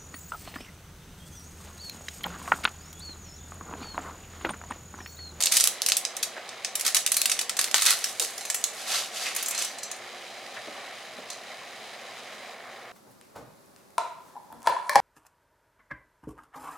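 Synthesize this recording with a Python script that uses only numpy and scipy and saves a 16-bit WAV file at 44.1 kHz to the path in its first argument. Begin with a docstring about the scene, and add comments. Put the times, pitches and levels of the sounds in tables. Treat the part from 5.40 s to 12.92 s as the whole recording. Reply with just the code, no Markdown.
"""Dry spaghetti cracks over boiling water: single snaps and volleys until the bundle gives way,
then the halves slide into the water and stray pieces tick on the pan, all over bubbling and a faint hum.
Snaps are cracks with shivering modes; ticks ring the pan's modes; rubbing is a crackle of tiny rattles.
Bubbles are damped sines over filtered noise; knocks and rumble are filtered noise, and the hum is two sines."""
import sys
import numpy as np
from scipy import signal
from scipy.fft import rfft, irfft, next_fast_len
from scipy.io import wavfile
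from scipy.ndimage import uniform_filter1d

SR = 44100
rng = np.random.default_rng(int(sys.argv[2]) if len(sys.argv) > 2 else 0)


def generate_wav(signal):
    """Clip the signal to [-1, 1] and save it as 16-bit WAV at the path in sys.argv[1]."""
    frames = np.transpose(np.atleast_2d(signal))
    scaled = np.clip(frames, -1, 1) * 32767
    pcm = np.round(scaled).astype(np.int16)
    wavfile.write(sys.argv[1], SR, pcm)


N = 331632
TIME = np.arange(N) / SR  # s


def from_db(db):
    """Logarithmic level: decibels become an amplitude gain."""
    return 10 ** (np.asarray(db) / 20)


def rms_one(x):
    """Power normalisation: scale to an rms of 1."""
    return x / np.sqrt(np.mean(x ** 2) + 1e-20)


def peak_one(x, size=132):
    """Short-time power normalisation: the loudest 3 ms get an rms of 1."""
    power = uniform_filter1d(np.mean(x ** 2, axis=0), size)
    return x / np.sqrt(power.max())


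def in_time(rows):
    """Linear interpolation: the columns of a curve at every sample."""
    s, *columns = np.transpose(rows)
    return [np.interp(TIME, s, column) for column in columns]


def at_hz(points, hz):
    """Logarithmic pitch scale: interpolate a spectrum over log frequency."""
    f, value = np.transpose(points)
    return np.interp(np.log(np.maximum(hz, 1)), np.log(f), value)


def add(out, s, sound):
    """Superposition: mix a stereo sound in at s seconds."""
    i = max(0, round(s * SR))
    out[:, i:i + sound.shape[1]] += sound[:, :N - i]


def dying(t, t60):
    """Exponential decay: the level falls 60 dB in t60 seconds."""
    return from_db(-60 * t / np.maximum(t60, 1e-4))


def swells(rows, attack_s, release_db_per_s):
    """Addition of powers: each (start, length, dB) rises, holds and dies away, and overlaps add."""
    power = 0
    for start, length, db in rows:
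        rise = np.clip((TIME - start) / attack_s, 0, 1)
        fall_db = np.minimum(release_db_per_s * np.maximum(TIME - start - length, 0), 200)
        power = power + (rise * from_db(db - fall_db)) ** 2
    return np.sqrt(power)


def colour(x, *spectra):
    """Minimum-phase filtering: a causal filter with the summed spectra and unit gain for white noise."""
    size = 2 * next_fast_len(x.shape[-1] // 2 + 1024)
    hz = np.fft.rfftfreq(size, 1 / SR)
    gain = rms_one(from_db(sum(at_hz(s, hz) for s in spectra)))
    cepstrum = irfft(np.log(gain))
    # folding the cepstrum onto positive time makes the filter causal
    cepstrum[1:size // 2] *= 2
    cepstrum[size // 2 + 1:] = 0
    response = np.exp(rfft(cepstrum))
    return irfft(rfft(x, size) * response)[..., :x.shape[-1]]


# Likeness of left and right. Each row: frequency in Hz, correlation from 0 to 1.
LIKENESS = [(30, .15), (120, 0.89), (500, 1), (1500, 0.98), (3000, 0.94), (5000, 0.67), (9000, 0.4),
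            (16000, 0.077)]


def stereo(pair):
    """Partial coherence: two unrelated signals become left and right, most alike near 500 Hz."""
    size = pair.shape[1]
    alike = np.clip(at_hz(LIKENESS, np.fft.rfftfreq(size, 1 / SR)), 0, .99)
    mid, side = irfft(rfft(pair) * np.sqrt([1 + alike, 1 - alike]), size)
    return np.array([mid + side, mid - side]) / np.sqrt(2)


def drift(rate):
    """Slow random modulation: chance values, rate per second, joined by lines and scaled to rms 1."""
    knots = rng.standard_normal(int(N / SR * rate) + 2)
    return rms_one(np.interp(TIME * rate, np.arange(len(knots)), knots))


def grains(per_s, spread_db):
    """Random impulse process: clicks at chance moments, of uneven size and either sign."""
    sizes = from_db(spread_db * np.minimum(rng.exponential(1, N), 4))
    signs = rng.choice([-1, 1], N)
    return sizes * signs * (rng.random(N) < per_s / SR)


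def ring(clicks, hz, t60):
    """Damped resonance: a unit click starts a dying sine of height 1."""
    r, w = dying(1 / SR, t60), 2 * np.pi * hz / SR
    # the tiny offset keeps the filter clear of slow, vanishingly small numbers
    return signal.lfilter([0, np.sin(w)], [1, -2 * r * np.cos(w), r * r], clicks + 1e-18)


def crackle(per_s, spread_db, spectrum, t60, count=14, size=512):
    """Sound texture from many impacts: random clicks, each with one of several brief rattles."""
    out, t = 0, np.arange(size) / SR
    for kind in range(count):
        rattle = stereo(rng.standard_normal((2, size)) * dying(t, t60))
        clicks = grains(per_s / count, spread_db)
        out = out + signal.oaconvolve(clicks[None], rattle, axes=1)[:, :N]
    return rms_one(colour(out, spectrum))


# Spectrum of the kitchen rumble. Each row: frequency in Hz, relative level in dB.
RUMBLE = [(25, -24), (55, -24), (85, -16), (115, 1.5), (150, -4.5), (220, 2.5), (300, -4), (500, -19),
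          (1000, -19)]
# Tones of the hum. Each row: frequency in Hz, relative level in dB.
HUM = [(209.9, -71), (360.7, -64)]


def background(rumble_db, hum_db):
    """Broadband and tonal noise: low rumble round the stove, and sines wavering in level and phase."""
    rumble = from_db(rumble_db) * colour(stereo(rng.standard_normal((2, N))), RUMBLE)
    hum = 0
    for hz, db in HUM:
        level = from_db(db + hum_db + 2 * drift(6.5))
        hum = hum + level * np.sin(2 * np.pi * hz * TIME + 1.07 * drift(9.2))
    return rumble + hum


# Dull knocks and plops. Each row: start in seconds, relative level in dB, centre frequency in Hz,
# 60 dB decay time in seconds.
KNOCKS = [(.965, -33.5, 1680, 0.23), (.975, -34.5, 635, 0.045), (2.344, -28, 790, 0.032),
          (2.80, -36.5, 513, 0.25), (5.165, -35, 1730, 0.12), (5.273, -40.5, 292, .14),
          (5.278, -35.5, 600, 0.12), (5.78, -42.5, 220, 0.21), (5.785, -38, 475, 0.12)]


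def knocks(level_db, width=0.47, size=8192):
    """Heavily damped contact: a dying noise round one pitch."""
    out, t = np.zeros((2, N)), np.arange(size) / SR
    for s, db, hz, t60 in KNOCKS:
        hump = [(hz * np.exp(-4 * width), -50), (hz, 0), (hz * np.exp(4 * width), -50)]
        noise = stereo(rng.standard_normal((2, size)))
        thud = colour(noise * dying(t, t60), hump)
        add(out, s, from_db(db + level_db) * peak_one(thud))
    return out


def bubbles(per_s, spread_db, cycles, count=30):
    """Bubble resonance: each random burst rings at the pitch of its size, falling 60 dB in some cycles."""
    clicks, dealt = grains(per_s, spread_db), rng.integers(0, count, N)
    out = np.zeros((2, N))
    for k, hz in enumerate(np.geomspace(330, 3200, count)):
        place = from_db(rng.normal(0, 2.83) * np.array([[1], [-1]]))  # opposite tilts left and right
        out += place * ring(clicks * (dealt == k), hz, cycles / hz) * hz
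    return rms_one(out)


# Spectra of the boil, its fizz and the splash. Each row: frequency in Hz, relative level in dB.
BUBBLING = [(100, -54), (250, -5.5), (320, -14.5), (450, -3), (650, 1), (790, 2), (890, -8), (1050, -3.5),
            (1270, -4.5), (1500, -7.5), (1740, -3.5), (2250, -3.5), (2650, -15), (16000, -76)]
FIZZ = [(200, -56), (1900, -3.5), (2500, 1), (3300, 2.5), (4100, 2), (4400, -3.5), (4750, 1), (5600, -5.5),
        (7500, -8), (10000, -11), (12500, -20.5), (16000, -34)]
PLUNGE_COLOUR = [(150, -48), (800, -14), (1500, -4), (2200, 6.5), (3200, -2), (6000, -11), (16000, -50)]
# Course of the fizz. Each row: time in seconds, level in dB before its flicker.
FIZZ_LEVEL = [(0, -45.5), (3, -47), (4.6, -46), (5.4, -45), (5.8, -47), (7.13, -47), (7.15, -51),
              (7.52, -52.5)]
# Handfuls let go into the water, also heard rustling. Each row: start in seconds, length in seconds,
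# relative rustle level in dB, splash level in dB.
POURS = [(3.353, 0.063, -37.5, -56), (3.45, 0.13, -26, -43), (3.713, 0.16, -32.5, -48),
         (3.82, 0.063, -38.5, -34), (3.934, 0.082, -33.5, -40), (4.07, 0.092, -39, -40),
         (4.147, 0.077, -31, -54)]
POUR_ATTACK_S, POUR_RELEASE_DB_PER_S = 0.054, 158
BUBBLING_DB = -44.5  # the steady boil
# the boil wells up once: (start s, length s, level dB)
SURGE, SURGE_ATTACK_S, SURGE_RELEASE_DB_PER_S = (5.34, 0.053, -50.5), 0.043, 97


def water(wash_db):
    """Superposed bubble sources: single bubbles, a blurred wash, the fizz of the smallest, and splashes."""
    steady = from_db(BUBBLING_DB + 0.37 * drift(9))
    vigour = steady + swells([SURGE], SURGE_ATTACK_S, SURGE_RELEASE_DB_PER_S)
    single = rms_one(colour(bubbles(1800, 2.7, cycles=30.0), BUBBLING))
    wash = rms_one(colour(stereo(rng.standard_normal((2, N))), BUBBLING))
    boil = vigour * rms_one(single + from_db(wash_db) * wash)
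    fizz_level = from_db(in_time(FIZZ_LEVEL)[0] + .5 * drift(15))
    fizz = fizz_level * crackle(4000, 2.2, FIZZ, t60=.008)
    splashes = [(s, length, db) for s, length, _, db in POURS]
    plunge = swells(splashes, POUR_ATTACK_S, POUR_RELEASE_DB_PER_S)
    return boil + fizz + plunge * crackle(900, 3.4, PLUNGE_COLOUR, t60=0.043)


# Volleys of small breaks and grinding in the fists. Each row: start in seconds, length in seconds,
# relative level in dB.
VOLLEYS = [(-.01, 0.016, -25.5), (.113, 0.067, -25), (.23, 0.032, -28.5), (1.445, 0.019, -26),
           (1.547, 0.014, -26.5), (1.72, 0.25, -42), (2.178, 0.095, -36.5), (2.34, 0.03, -24.5),
           (2.402, 0.033, -29), (2.447, 0.06, -21.5), (2.55, 0.15, -38.5), (2.81, 0.027, -31.5)]
VOLLEY_ATTACK_S, VOLLEY_RELEASE_DB_PER_S = 0.0083, 277
# The grip loosens and the ends rub. One row: start in seconds, length in seconds, relative level in dB.
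LOOSEN = (2.65, 0.9, -46.5)
# Depth of the crunch as more of the bundle gives way; it also deepens the snaps.
# Each row: time in seconds, share from 0 to 1.
CRUSH = [(0, 0), (1.5, 0.33), (2.35, 0.84), (2.55, 0.47), (2.9, 0)]
# Spectra of breaking, crunching and sliding. Each row: frequency in Hz, relative level in dB.
SNAP_COLOUR = [(30, -25.5), (200, -28), (500, -20.5), (700, -21.5), (920, -12), (1200, -8), (2300, -3),
               (3600, -1.5), (5800, 0.5), (9000, 1), (12000, -4), (16000, -17)]
CRUNCH_COLOUR = [(40, -28), (300, -22), (550, -11), (900, -7), (1150, -1.5), (2000, 4.5), (2900, -2.5),
                 (4200, 3.5), (8000, -13.5), (12000, -7), (16000, -27)]
SLIDE_COLOUR = [(40, -35), (180, -20), (400, -16.5), (720, -4), (910, -11.5), (1300, -7), (2300, -5),
                (4000, -1.5), (6000, -4), (8600, -7), (12000, -12), (16000, -28)]


def rubbing(grind_db, small_snaps_db, slide_db):
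    """Frictional noise: strands grind and splinter when bent, crunch giving way, and rustle when let go."""
    crush = np.clip(in_time(CRUSH)[0], 0, 1)
    # square roots share the power between bright and deep
    bright = np.sqrt(1 - crush) * crackle(900, 1.9, SNAP_COLOUR, t60=0.008)
    deep = np.sqrt(crush) * crackle(900, 4.8, CRUNCH_COLOUR, t60=0.017)
    small_snaps = from_db(small_snaps_db) * crackle(160, 1.2, SNAP_COLOUR, t60=0.02)
    strain = swells(VOLLEYS + [LOOSEN], VOLLEY_ATTACK_S, VOLLEY_RELEASE_DB_PER_S)
    grind = strain * (from_db(grind_db) * (bright + deep) + small_snaps)
    rustles = [(s, length, db) for s, length, db, _ in POURS]
    flow = swells(rustles, POUR_ATTACK_S, POUR_RELEASE_DB_PER_S)
    slide = from_db(slide_db) * flow * crackle(1400, 1.9, SLIDE_COLOUR, t60=0.029)
    return grind + slide


def fracture(abrupt_db, t60, crack_db, rise_s, scatter_db, scatter_t60, count=120, size=6144):
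    """Sudden release of strain: a short crack, then fragments shiver in chance modes and shake the bundle."""
    t = np.arange(size) / SR
    crack = from_db(abrupt_db + crack_db) * rng.standard_normal((2, size)) * dying(t, .003)
    modes = np.zeros((2, size // 2 + 1), complex)
    phases = 2 * np.pi * rng.random((2, count))
    modes[:, rng.integers(1, size * 3 // 8, count)] = np.exp(1j * phases)
    # a gradual break spreads from strand to strand, so it takes longer to swell
    swell = 1 - np.exp(-t / (rise_s * from_db(-abrupt_db)))
    shiver = rms_one(irfft(modes)) * dying(t, t60)
    scatter = from_db(scatter_db) * rng.standard_normal((2, size)) * dying(t, scatter_t60)
    return stereo(crack + swell * (shiver + scatter))


# Loose pieces striking the pan. Each row: start in seconds, relative level in dB,
# ring relative to that level in dB, frequency in Hz where the pan rings most.
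TICKS = [(1.768, -19.5, -6.5, 4530), (2.979, -26, -16, 5500), (3.009, -30, -9, 4370),
         (3.052, -26, -17, 6100), (3.1, -15.5, -31, 5760), (3.145, -16.5, -12, 7950),
         (3.949, -26, -24, 8000), (3.963, -18.5, -20, 9000), (4.027, -22, -20, 12100),
         (4.06, -22.5, -9.5, 6800), (4.084, -20, -12, 11000), (4.109, -21.5, -17, 9000),
         (4.148, -24.5, -8.5, 4100), (4.178, -22, -8, 5900), (4.189, -22, -22, 7000),
         (4.222, -21, -18, 6500), (4.247, -22.5, -23, 6000), (4.385, -31.5, -9, 4450),
         (4.432, -26, -8.5, 5800), (4.514, -24.5, -28, 4200), (4.564, -39, -22, 6000),
         (4.902, -49, 6, 3600), (5.902, -27.5, -8, 4800), (5.929, -37, -20, 5000)]
# Spectrum of the click. Each row: frequency in Hz, relative level in dB.
TICK_COLOUR = [(40, -29), (300, -17), (1000, -5), (2000, -1.5), (4800, -1.5), (6800, 7), (10000, 2.5),
               (13000, -5.5), (16000, -15)]
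# Modes of the pan. Each row: frequency in Hz, relative level in dB, 60 dB decay time in seconds.
PAN = [(4140, -1, .15), (4722, -7, .22), (5310, -5, .18), (6068, -1, .23), (6272, -9, .18), (6900, -6, .22),
       (7580, -2, .13), (7962, -7, .18), (8694, -6, .11), (9259, -12, .18), (10630, -10, .1),
       (12270, -3, .1)]
# a harder contact rings higher and clicks brighter
TICK_TOP_DB_PER_OCTAVE, TICK_NEUTRAL_HZ = 13.5, 6000


def ticks(level_db, size=16384):
    """Modal excitation: a dry piece clicks on the pan and rings its modes, differently at every spot."""
    out, t = np.zeros((2, N)), np.arange(size) / SR
    hz, mode_db, t60 = np.transpose(PAN)
    modes = np.sin(2 * np.pi * hz[:, None] * t) * dying(t, t60[:, None])
    for s, db, ring_db, ring_hz in TICKS:
        top_db = TICK_TOP_DB_PER_OCTAVE * np.log2(ring_hz / TICK_NEUTRAL_HZ)
        tilt = [(8000, 0), (13000, top_db)]
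        click = fracture(-2.5, t60=0.035, crack_db=2.5, rise_s=0.00054, scatter_db=-32, scatter_t60=0.13)
        add(out, s, from_db(db + level_db) * peak_one(colour(click, TICK_COLOUR, tilt)))
        # modes weaken by 20 dB per octave away from the favoured frequency
        favoured_db = mode_db - 20 * np.abs(np.log2(hz / ring_hz))
        strengths = from_db(favoured_db + rng.standard_normal((2, len(PAN))))
        signs = rng.choice([-1, 1], len(PAN))
        add(out, s, from_db(db + ring_db) * ((strengths * signs) @ modes))
    return out


# The loud breaks. Each row: start in seconds, relative level in dB, brightness of the top in dB,
# abruptness in dB.
SNAPS = [(0.0246, -18.5, -3, 5), (.037, -14.5, -10, 11), (0.0579, -16.5, 0, 3), (0.07, -16.5, -17, 8),
         (.1215, -16.5, 0.5, -2), (0.1687, -13, 1, 2), (0.2, -18, -3, 4), (0.207, -16, -4, 0),
         (0.2405, -12, 3.5, 14), (.274, -12.5, 1.5, 19), (0.4192, -17.5, 1, 12.5), (0.463, -15.5, 4, 8),
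         (.4867, -17, -1, 5), (0.4994, -21.5, -11, 8), (0.5201, -12.5, -6.5, 9), (0.5683, -16.5, 6.5, 0),
         (.6511, -19.5, -12, 6.5), (.767, -27.5, 0, 4), (.828, -22, -2, -12.5), (1.091, -34, -13, 5),
         (1.2473, -21.5, -10, -0.5), (1.354, -22.5, 4, -3), (1.3958, -28.5, 3, -4), (1.4106, -22.5, 3, 3),
         (1.4644, -20.5, 3, -4), (1.4795, -20.5, -9, 8), (1.5466, -13.5, -2, 6), (1.567, -17.5, -1, -3),
         (1.6636, -15.5, -3, 8), (1.6757, -23.5, 2, 8), (1.7187, -15, 4.5, 6.5), (1.744, -22.5, -1, 4),
         (1.7668, -19.5, 10, -6), (1.8167, -14.5, 0.5, 11), (1.8568, -16, 2, 0), (1.897, -21, -2, 2),
         (1.9159, -19, -3, -7.5), (1.991, -20, -6.5, 2), (2.011, -25.5, -1, -10.5), (2.0946, -21.5, -2, 4),
         (2.168, -26.5, -1, -2), (2.1903, -17.5, -4, -3), (2.213, -19, 2, 9), (2.2422, -21, -2, 2),
         (2.313, -26, -1, 7), (2.3435, -8.5, -20, 19), (2.4204, -18.5, -2, 0), (2.462, -16.5, -4, -2),
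         (2.5062, -14, 1, 6), (2.6416, -21, -4.5, -2), (2.7972, -18.5, -2, -0.5), (2.823, -25, -2, 1),
         (3.2406, -15.5, -5, 7)]
# low body of a lone break; its gain when the whole bundle gives way
WEIGHT_DB, CRUSH_WEIGHT_DB = -8, 12


def snaps(level_db):
    """Brittle fracture: each break has its own sharpness, deeper the more strands give way at once."""
    out = np.zeros((2, N))
    for s, db, top_db, abrupt_db in SNAPS:
        weight_db = WEIGHT_DB + CRUSH_WEIGHT_DB * np.interp(s, *np.transpose(CRUSH))
        tilt = [(120, 0), (450, weight_db), (1700, weight_db), (3800, 0), (7000, 0), (11000, top_db)]
        burst = fracture(abrupt_db, t60=.027, crack_db=3, rise_s=.0008, scatter_db=-11, scatter_t60=.07)
        add(out, s, from_db(db + level_db) * peak_one(colour(burst, SNAP_COLOUR, tilt)))
    return out


# Reverberation of the kitchen. Each row: frequency in Hz, 60 dB decay time in seconds.
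KITCHEN_T60 = [(200, 0.18), (1500, 0.13), (5000, 0.29), (9000, 0.24), (15000, 0.18)]


def kitchen(x, tail_db, build_s, size=24000):
    """Reverberation: the room's echo builds up quickly and each band dies at its own rate."""
    t = np.arange(size) / SR
    spectrum = rfft(stereo(rng.standard_normal((2, size))))
    hz = np.fft.rfftfreq(size, 1 / SR)
    edges = [0, 800, 2500, 5000, 8000, 11000, SR / 2]
    tail = 0
    for lo, hi in zip(edges, edges[1:]):
        band = irfft(spectrum * (hz >= lo) * (hz < hi))
        tail = tail + band * dying(t, at_hz(KITCHEN_T60, (lo + hi) / 2))
    build = 1 - np.exp(-t / build_s)
    response = from_db(tail_db) * rms_one(tail * build) / np.sqrt(size)
    return x + signal.oaconvolve(x, response, axes=1)[:, :N]


def scene():
    """Near and far sources: pasta close to the microphone, water and kitchen behind it."""
    far = background(rumble_db=-60.5, hum_db=2) + knocks(level_db=-1.5) + water(wash_db=-0.5)
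    pasta = rubbing(grind_db=-1.5, small_snaps_db=-2, slide_db=-1.5) + ticks(level_db=-4) + snaps(level_db=2)
    return far + kitchen(pasta, tail_db=-7.0, build_s=0.0014)


# Balance of the two capsules. Each row: frequency in Hz, left minus right in dB.
BALANCE_DB = [(60, 2), (130, -2.5), (500, -1.5), (2000, -0.5), (5000, -1), (8500, -1.5), (13000, 1.5)]
CUTOFF_HZ = 15900


def record(dry):
    """Transducer limits: the two capsules differ a little, the highest peaks clip and the top is cut."""
    lean_db = at_hz(BALANCE_DB, np.fft.rfftfreq(N, 1 / SR)) / 2
    heard = np.clip(irfft(rfft(dry) * from_db([lean_db, -lean_db]), N), -1, 1)
    # order 10, 0.2 dB ripple, 80 dB stopband
    low_pass = signal.ellip(10, .2, 80, CUTOFF_HZ, fs=SR, output="sos")
    return signal.sosfilt(low_pass, heard)


dry = scene()
out = record(dry)
generate_wav(out)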